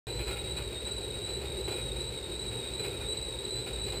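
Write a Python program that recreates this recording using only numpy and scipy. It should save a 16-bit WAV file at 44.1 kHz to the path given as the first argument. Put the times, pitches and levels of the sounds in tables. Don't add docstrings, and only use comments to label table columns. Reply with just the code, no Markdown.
import sys
import numpy as np
from scipy import signal
from scipy.fft import rfft, irfft
from scipy.io import wavfile

SR = 44100
rng = np.random.default_rng(int(sys.argv[2]) if len(sys.argv) > 2 else 0)


def output_pcm(signal):
    pcm = np.clip(np.atleast_2d(signal).T, -1, 1) * 32767
    wavfile.write(sys.argv[1], SR, np.round(pcm).astype(np.int16))


N = 176400

# t/s, f/Hz
TREAD_PITCH = [(0, 3980), (.25, 3957), (.56, 3863), (1.0, 3891), (1.7, 3907), (2.15, 3865), (2.42, 3873),
               (2.8, 3881), (3.3, 3895), (4.0, 3950)]
# f/Hz, width/Hz, level/dB
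FLOOR_MODES = [(47, 6.7, -11), (55.8, 8.5, 1), (67.8, 7.6, 0), (100.7, 9, -5), (117, 20, -8.5),
               (125.2, 9.4, -3), (170, 19.6, -14.5)]
# t/s, relative level/dB
BOOM_ENVELOPE = [(0.08, -44.5), (0.22, -39.5), (0.25, -50), (0.29, -40), (0.66, -43), (1.8, -42),
                 (1.85, -35), (1.92, -42), (2.6, -41), (2.65, -49.5), (2.82, -40), (3.07, -39), (3.1, -44),
                 (3.37, -41), (3.4, -46), (4.0, -40.5)]
# f/Hz, width/Hz, level/dB
ROLLER_MODES = [(358, 53, -2.5), (385.4, 46, 0), (430, 36, -1), (499.4, 107, -5.5), (621, 98, -18.5),
                (824, 57, -15), (918, 95, -15.5)]
# t/s, relative level/dB
ROAR_ENVELOPE = [(0.08, -45), (0.1, -41.5), (0.72, -45), (1.7, -41.5), (1.72, -38), (1.77, -43),
                 (2.51, -45), (2.55, -38.5), (2.69, -47), (2.83, -40.5), (2.95, -43), (3.87, -45),
                 (3.97, -39.5), (4.0, -49)]
# f/Hz, relative level/dB
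HISS_SPECTRUM = [(20, -11), (40, -6), (150, -2), (280, 0), (600, -4), (780, -11.5), (1100, -13.5),
                 (1800, -13.5), (2450, -8.5), (3300, -13.5), (4300, -6.5), (4900, -16), (5900, -22.5)]
# t/s, relative level/dB
CHAIN_RATTLES = [(0.069, -3), (.19, 2), (0.268, 1.5), (0.301, 1), (.357, -3), (0.467, -5.5), (.567, 1),
                 (.712, -10), (.864, -3), (1.135, -8), (1.17, -14), (1.27, -7), (1.412, -7), (1.433, -6.5),
                 (1.511, -12), (1.674, 1.5), (1.71, -1.5), (1.771, 0.5), (1.952, -8.5), (2.509, -4),
                 (2.638, -4), (2.789, -1.5), (2.838, 1), (2.915, -8), (3.001, -3.5), (3.66, 1.5),
                 (3.741, -16), (3.77, -12), (3.87, -3.5), (3.918, -0.5), (3.954, -9.5)]
# f/Hz, width/Hz, level/dB
SPROCKET_MODES = [(420, 173, 9.5), (814, 300, -1.5), (1407, 115, 3.5), (1670, 2700, -8.5), (2183, 185, 0),
                  (2446, 240, 4), (2820, 280, -2), (3270, 670, -6), (4460, 1050, -7)]

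STROKE_S, ROOM_T60_S = .372, .28


def undb(db):
    return 10 ** (np.asarray(db) / 20)


def level(x, db):
    return x * undb(db) / np.sqrt(np.mean(x ** 2))


def curve(t, points):
    return np.interp(t, *np.array(points).T)


def colour(x, points):
    hz, db = np.array(points).T
    f = np.maximum(np.arange(N // 2 + 1) * SR / N, 1)
    gain = undb(np.interp(np.log(f), np.log(hz), db))
    return irfft(rfft(x) * gain, N)


def ring(x, modes):
    f = np.maximum(np.arange(N // 2 + 1) * SR / N, 1)
    power = 0
    for hz, width_hz, db in modes:
        detuning = (f / hz - hz / f) * hz / width_hz
        power += (undb(db) / (1 + detuning ** 2)) ** 2
    return irfft(rfft(x) * np.sqrt(power), N)


def wander(laps, count):
    spots = rng.standard_normal(count)
    spots = (spots - spots.mean()) / spots.std()
    return np.interp(laps % 1 * count, np.arange(count + 1), np.append(spots, spots[0]))


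def room(x, t60_s):
    t = np.arange(SR // 2) / SR
    echo = rng.standard_normal(len(t)) * np.exp(-np.log(1000) * t / t60_s) * (t > .002)
    return signal.fftconvolve(x, echo / np.sqrt(np.sum(echo ** 2)))[:N]


def push(t, peak_s=.2):
    return np.cos(2 * np.pi * (t - peak_s) / STROKE_S)


def tread_whine(t, tread_hz, turns, uneven_hz=49, slip_hz=40.8, rise_db_per_s=.48, push_db=.13):
    scatter_hz = uneven_hz * wander(2 * turns, count=36)
    scatter_hz += slip_hz * wander(t / t[-1], count=1800)
    tone = np.sin(2 * np.pi * np.cumsum(tread_hz + scatter_hz) / SR)
    sway_rad = np.pi * t / STROKE_S
    echoes = sum(room(tone, t60_s=.2) * lean for lean in (np.cos(sway_rad), np.sin(sway_rad)))
    whine = tone + undb(7) * echoes
    return level(whine * undb(rise_db_per_s * t + push_db * push(t)), db=-40)


def floor_boom(t, push_db=.1, lag_s=.036):
    shake = rng.standard_normal(N) * undb(push_db * push(t - lag_s))
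    boom = ring(shake, FLOOR_MODES) * undb(curve(t, BOOM_ENVELOPE))
    return level(boom, db=-42)


def rolling(t, turns, bump_at_s=.021, roar_bump_db=.5, hiss_bump_db=1):
    bump = np.cos(2 * np.pi * 2 * (turns - np.interp(bump_at_s, t, turns)))
    roar = ring(rng.standard_normal(N), ROLLER_MODES)
    roar *= undb(roar_bump_db * bump + curve(t, ROAR_ENVELOPE))
    hiss = colour(rng.standard_normal(N), HISS_SPECTRUM) * undb(hiss_bump_db * bump)
    hiss += undb(-8) * room(hiss, ROOM_T60_S)
    return level(roar, db=-43.5) + level(hiss, db=-45.5)


def chain(t, idle_db=-18, attack_s=.0046, hold_s=.011, fall_s=.013, clicks_per_s=1200):
    force = np.full(N, undb(idle_db))
    for start_s, db in CHAIN_RATTLES:
        age_s = t - start_s
        rise = np.clip(age_s / attack_s, 0, 1)
        fall = np.exp(-np.maximum(age_s - attack_s - hold_s, 0) / fall_s)
        force += undb(db) * rise * fall
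    clicks = (rng.random(N) < clicks_per_s / SR) * np.sign(rng.standard_normal(N))
    contact = level(clicks, db=0) + level(rng.standard_normal(N), db=-3)
    clatter = ring(contact * force, SPROCKET_MODES)
    return level(clatter + room(clatter, ROOM_T60_S), db=-49.5)


def scene():
    surge_hz, ribs_per_turn = 58.9, 1112
    t = np.arange(N) / SR
    tread_hz = curve(t, TREAD_PITCH) + surge_hz * push(t)
    turns = np.cumsum(tread_hz) / SR / ribs_per_turn
    mix = tread_whine(t, tread_hz, turns) + floor_boom(t) + rolling(t, turns) + chain(t)
    return mix[None]


def record(dry):
    start_s, hold_hz, cutoff_hz, hiss_db = .069, 12000, 15300, -70
    coarse = signal.resample_poly(dry, hold_hz, SR, axis=1)
    running = np.arange(coarse.shape[1]) > start_s * hold_hz
    coarse = (coarse + undb(hiss_db) * rng.standard_normal(coarse.shape)) * running
    steps = np.repeat(coarse, 4, axis=1)
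    held = signal.resample_poly(steps, SR, 4 * hold_hz, axis=1)[:, :N]
    lowpass = signal.ellip(12, .1, 80, cutoff_hz, fs=SR, output="sos")
    return signal.sosfilt(lowpass, held)


dry = scene()
out = record(dry)
output_pcm(out)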